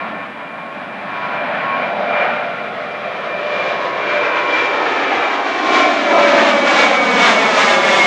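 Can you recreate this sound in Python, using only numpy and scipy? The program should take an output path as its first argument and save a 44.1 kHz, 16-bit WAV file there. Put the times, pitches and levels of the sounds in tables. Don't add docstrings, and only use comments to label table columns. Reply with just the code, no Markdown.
import sys
import numpy as np
from scipy import signal
from scipy.fft import rfft, irfft, next_fast_len
from scipy.io import wavfile
from scipy.ndimage import uniform_filter1d, minimum_filter1d, map_coordinates

SR = 44100
rng = np.random.default_rng(int(sys.argv[2]) if len(sys.argv) > 2 else 0)


def transcribe(signal):
    frames = np.atleast_2d(signal).T
    limited = np.clip(frames, -1, 1)
    pcm = np.round(limited * 32767).astype(np.int16)
    wavfile.write(sys.argv[1], SR, pcm)


N = 355446
TIME = np.arange(N) / SR

# time_s, shaft_hz, range_km
FLIGHT = [(0, 98.9, 1.1), (2, 99.15, .9), (3.5, 99, .74), (4.5, 98.4, .62), (5.25, 97.6, .54),
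          (5.8, 96.75, .48), (6.3, 95.8, .42), (6.7, 94.8, .38), (7.3, 93.2, .32), (7.7, 91.6, .28),
          (8.06, 90, .25)]
# centre_s, half_length_s, jet_db, rush_db, hiss_db
SURGES = [(0, .18, 6, 7, 8), (1.2, 0.15, 2.5, 4, 6), (1.42, 0.14, 7, 6.5, 3.5), (1.72, .19, 7.5, 8.5, 5.5),
          (2.0, .14, 7, 2, 4), (2.22, .17, 10.5, 10.5, 6), (2.45, 0.2, 3.5, 2, 0.5), (3.1, 0.4, 2, 0.5, 0),
          (3.61, .15, 4.5, 3.5, 6.5), (3.85, 0.11, 3.5, 1, 2), (4.17, 0.2, 3.5, 6, 4),
          (4.4, 0.12, 1.5, 2.5, 1), (4.59, 0.13, 2, 5.5, 5.5), (4.88, 0.16, 5, 5, 4),
          (5.22, 0.15, 3.5, 5.5, 2.5), (5.79, 0.15, 7, 5, 9), (6.18, 0.077, 8, 3.5, 3.5),
          (6.39, 0.18, 7, 5, 5.5), (6.8, 0.14, 4, 5.5, 7.5), (7.26, .1, 1, 5.5, 7),
          (7.64, 0.13, -0.5, 2, 3.5), (8.0, 0.17, -1, -0.5, 1)]


def roar(rumble_trim_db=-1.9, jet_trim_db=-1.72, rush_trim_db=-1, flutter_db=1.03, jet_flutter_db=.5,
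         hiss_flutter=1.04):
    # time_s, level_db
    rumble_levels = [(0.0, -34), (0.06, -31.5), (0.38, -37.5), (1.88, -31), (2.99, -37), (5.14, -28),
                     (5.32, -32.5), (5.75, -22.5), (6.06, -24.5), (6.22, -20.5), (6.82, -23), (6.93, -26),
                     (7.14, -20.5), (7.52, -25), (8.01, -25.5), (8.06, -24)]
    range_km = curves(FLIGHT)[1]
    sound = echoes(through_air(range_km))

    def band(low_hz, high_hz):
        def response(hz):
            return lowpass(hz, high_hz, order=5) ** 2 * (1 - lowpass(hz, low_hz, order=5) ** 2)
        return steady(filtered(sound, response))

    rumble = band(10, 400)
    jet = band(400, 1100)
    rush = band(1100, 3600)
    hiss = band(3600, 15000)
    jet_level, rush_level, hiss_level = roar_levels()
    flutter = flutter_db * wobble(24)
    rumble = rumble * amp(curves(rumble_levels)[0] + rumble_trim_db)
    jet = jet * amp(jet_level + jet_trim_db + jet_flutter_db * wobble(12))
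    rush = rush * amp(rush_level + rush_trim_db + flutter)
    hiss = hiss * amp(hiss_level + hiss_flutter * flutter)
    return rumble + jet + rush + hiss


def through_air(range_km, loss_db_per_km=2.5, patchy_db=0.03):
    # frequency_hz, density_db (per Hz)
    engine_spectrum = [(30, -79), (85, -30), (115, -13), (165, -5), (215, 3), (300, 4.5), (430, -1.5),
                       (680, 5), (900, -1), (1400, -3.5), (2300, -4), (3200, -11), (4600, -22.5),
                       (6800, -21.5), (12500, -44)]
    hz, t, noise = signal.stft(rng.standard_normal(N), SR, nperseg=2048)
    absorbed_db = loss_db_per_km * (hz[:, None] / 1000) ** (3 / 2) * np.interp(t, TIME, range_km)
    patches = uniform_filter1d(rng.standard_normal(noise.shape), size=30, axis=0)
    eddies = unit(uniform_filter1d(patches, size=8, axis=1))
    level_db = along(engine_spectrum, hz)[:, None] - absorbed_db + patchy_db * eddies
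    return signal.istft(noise * amp(level_db), SR, nperseg=2048)[1][:N]


def echoes(x, far_share=0.19, near_share=0.6, phase_lag_rad=0.27, grazing_hz=1000, steep_hz=2000,
           wall_share=0.09, wall_hz=3500, bass_share=0.79, bass_hz=380):
    # time_s, ground_ms, wall_ms
    echo_lags = [(0, 1.12, 10.12), (1.5, 1.22, 10.12), (2.5, 1.38, 10.1), (3.5, 1.69, 10.1),
                 (4, 1.8, 10.13), (5, 2.3, 10.22), (6, 2.83, 10.36), (6.5, 3.3, 10.5), (7, 3.81, 10.7),
                 (7.5, 4.58, 10.9), (8.06, 5.3, 11.1)]
    ground_ms, wall_ms = curves(echo_lags)

    def ground(treble):
        def response(hz):
            bass = lowpass(hz, bass_hz, order=3) ** 2
            return (bass_share * bass + (1 - bass) * treble(hz)) * np.exp(-1j * phase_lag_rad)
        return filtered(x, response)

    grazing = ground(lambda hz: far_share * lowpass(hz, grazing_hz, order=2))
    from_above = ground(lambda hz: near_share * lowpass(hz, steep_hz, order=1))
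    steep = np.sqrt(overhead())
    with_ground = x + delayed((1 - steep) * grazing + steep * from_above, ground_ms)
    dulled = filtered(with_ground, lambda hz: lowpass(hz, wall_hz, order=1))
    return with_ground + wall_share * delayed(dulled, wall_ms)


def roar_levels():
    # at_1km_db, halving_db (per halving of range), overhead_db
    jet_law = (-31, 11.56, -6.5)
    rush_law = (-32, 10.57, -5.5)
    hiss_law = (-50.5, 18.23, -12.5)
    return swells(SURGES) + [approach(*law) for law in (jet_law, rush_law, hiss_law)]


def approach(at_1km_db, halving_db, overhead_db):
    return at_1km_db - halving_db * np.log2(curves(FLIGHT)[1]) + overhead_db * overhead() ** 2


def overhead():
    range_km = curves(FLIGHT)[1]
    return ((range_km.max() - range_km) / np.ptp(range_km)) ** 2


def whine(surge_share=0.73, flicker_db=2.0, blur_rad=0.62, beat_hz=13, second_share=0.46,
          overtone_db=-14, overtone_flicker_db=2, blades=24):
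    # at_1km_db, halving_db (per halving of range), overhead_db
    whine_law = (-39.5, 10.26, -2.5)
    # centre_s, half_length_s, change_db
    whine_swells = [(.55, 0.1, 3), (2.02, .05, -6), (2.2, 0.073, 7.5), (2.77, 0.045, -13), (3.6, 0.22, 5.5),
                    (3.93, 0.088, -7), (4.15, 0.23, 4.5), (4.63, 0.11, 11), (5.23, 0.042, 5.5),
                    (5.36, .08, -4.5), (5.77, .1, 6.5), (6.14, 0.044, 7.5), (6.46, 0.049, -8),
                    (6.62, 0.065, 0.5), (6.84, 0.074, 5), (6.93, .03, -5), (7.0, 0.078, 5.5),
                    (7.2, 0.045, 7), (7.3, 0.037, -4), (7.39, 0.058, 8.5), (7.55, .08, -7),
                    (8.03, 0.057, 7.5)]
    blade = blades * shaft_angle()
    first = np.sin(blade + blur_rad * wobble(45))
    second = np.sin(blade - 2 * np.pi * beat_hz * TIME + 2 * blur_rad * wobble(30))
    level = approach(*whine_law) + surge_share * swells(SURGES)[1]
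    level = level + swells(whine_swells)[0] + flicker_db * wobble(24)
    overtone_level = roar_levels()[2] + overtone_db + overtone_flicker_db * wobble(9)
    overtone = np.sin(2 * blade + 2 * blur_rad * wobble(45))
    overtone = (1 - overhead()) * amp(overtone_level) * overtone
    return unit(first + second_share * second) * amp(level) + overtone


def buzz_saw(waver_db=0.5, tenth_share=0.7, seventh_share=.3, fade_db=3, blur_rad=0.56):
    # at_1km_db, halving_db (per halving of range), overhead_db
    hum_law = (-41, 8.1, -0.85)
    howl_law = (-37, 6.9, -1.2)
    # centre_s, half_length_s, change_db
    hum_swells = [(1.47, .15, 10.5), (2.1, 0.41, 14.5), (3.05, 0.19, 11.5), (3.58, 0.22, 14),
                  (4.16, 0.047, 11), (4.45, 0.3, 9.5), (5.45, 0.31, -11), (6.35, 0.41, 14.5),
                  (7.38, 0.074, -9), (7.87, 0.091, 9)]
    howl_swells = [(0, 0.068, 11.5), (1.3, 0.2, 9), (1.72, .12, 15), (2.75, .5, -6), (3.8, .15, 9),
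                   (4.5, 0.23, 9.5), (4.95, .15, -2), (5.35, 0.094, 6), (5.75, 0.23, 9.5)]
    buzz_orders = [9, 12, 13, 14, 15, 18, 19, 22, 23, 25, 26, 30, 32, 34, 38, 39, 42, 54]
    # far_ahead_db, overhead_db
    buzz_levels = [(-18.5, -25.5), (-19, -20), (-14.5, -8), (-11, -12.5), (-16, -24), (-14.5, -16),
                   (-24, -19), (-18, -18.5), (-19.5, -28.5), (-37.5, -12), (-21.5, -19.5), (-32.5, -16),
                   (-35.5, -26.5), (-29.5, -21), (-41, -12.5), (-29.5, -21.5), (-38.5, -30), (-54, -23)]
    turn = shaft_angle()

    def tone(order):
        gain = amp(fade_db * wobble(5))
        start = 2 * np.pi * rng.random()
        return gain * np.sin(order * turn + start + blur_rad * (order / 10) ** (1 / 4) * wobble(25))

    hum_level = approach(*hum_law) + swells(hum_swells)[0] + waver_db * wobble(14)
    howl_level = approach(*howl_law) + swells(howl_swells)[0] + waver_db * wobble(14)
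    hum = steady(tone(6) + seventh_share * tone(7)) * amp(hum_level)
    howl = steady((1 - overhead() / 2) * tenth_share * tone(10) + tone(11)) * amp(howl_level)
    near = overhead() ** 2
    buzz = np.zeros(N)
    for order, (far_db, near_db) in zip(buzz_orders, buzz_levels):
        buzz += amp(far_db + near * (near_db - far_db)) * tone(order)
    return hum + howl + echoes(buzz) * amp(roar_levels()[1])


def shaft_angle():
    return 2 * np.pi * np.cumsum(curves(FLIGHT)[0]) / SR


def heath(floor_db=-57, peep_s=.02):
    # frequency_hz, density_db (per Hz)
    air_spectrum = [(25, -16.5), (60, -14.5), (120, 4), (400, 1.5), (2000, -10.5), (6000, -12),
                    (11500, -18.5), (13000, -37.5)]
    # centre_s, pitch_hz, level_db
    peep_notes = [(3.55, 7600, -68), (3.69, 7580, -61), (3.84, 7680, -61)]
    air = unit(filtered(rng.standard_normal(N), lambda hz: amp(along(air_spectrum, hz))))
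    sound = amp(floor_db) * air
    waver = wobble(150)
    for s, pitch_hz, db in peep_notes:
        envelope = amp(db) * np.exp(-((TIME - s) / peep_s) ** 2)
        sound = sound + envelope * np.sin(2 * np.pi * pitch_hz * TIME + waver)
    return sound


def swells(rows, flat_top=2.24):
    t = TIME[::128]
    bells = 0
    for s, half_s, *db in rows:
        bells = bells + np.outer(db, np.exp(-np.minimum(np.abs(t - s) / half_s, 4) ** flat_top))
    return np.array([np.interp(TIME, t, column) for column in bells])


def amp(db):
    return np.exp(np.asarray(db) * (np.log(10) / 20))


def unit(x):
    return x / np.sqrt(np.mean(x ** 2) + 1e-20)


def steady(x):
    return x / np.sqrt(np.abs(uniform_filter1d(x ** 2, SR // 2)) + 1e-20)


def along(points, hz):
    f, v = np.transpose(points)
    return np.interp(np.log(hz + 1), np.log(f + 1), v)


def curves(rows):
    s, *columns = np.transpose(rows)
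    return [np.interp(TIME, s, column) for column in columns]


def wobble(rate):
    t = TIME[::64]
    knots = rng.standard_normal(int(N * rate / SR) + 4)
    return np.interp(TIME, t, map_coordinates(knots, [t * rate]))


def filtered(x, response, size=4096):
    m = next_fast_len(N + 2 * size)
    spectrum = rfft(np.pad(x, size, "reflect"), m)
    return irfft(spectrum * response(np.fft.rfftfreq(m, 1 / SR)), m)[size:size + N]


def lowpass(hz, edge_hz, order):
    return 1 / np.sqrt(1 + (hz / edge_hz) ** (2 * order))


def delayed(x, ms):
    return map_coordinates(x, [np.arange(N) - ms * SR / 1000], order=3, mode="mirror")


def scene():
    return (roar() + buzz_saw() + whine() + heath())[None]


def record(dry, knee=0.31, squash=0.05, top_hz=12700):
    x = dry[0] - squash * np.maximum(dry[0] - knee, 0)
    needed_gain = np.minimum(1, .92 / (np.abs(x) + 1e-9))
    x = x * uniform_filter1d(minimum_filter1d(needed_gain, size=101), size=91)
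    x = filtered(x, lambda hz: lowpass(hz, top_hz, order=40) * (1 - lowpass(hz, 15, order=2)))
    fade_in = np.minimum(1, TIME / .002)
    return (fade_in * x)[None]


dry = scene()
out = record(dry)
transcribe(out)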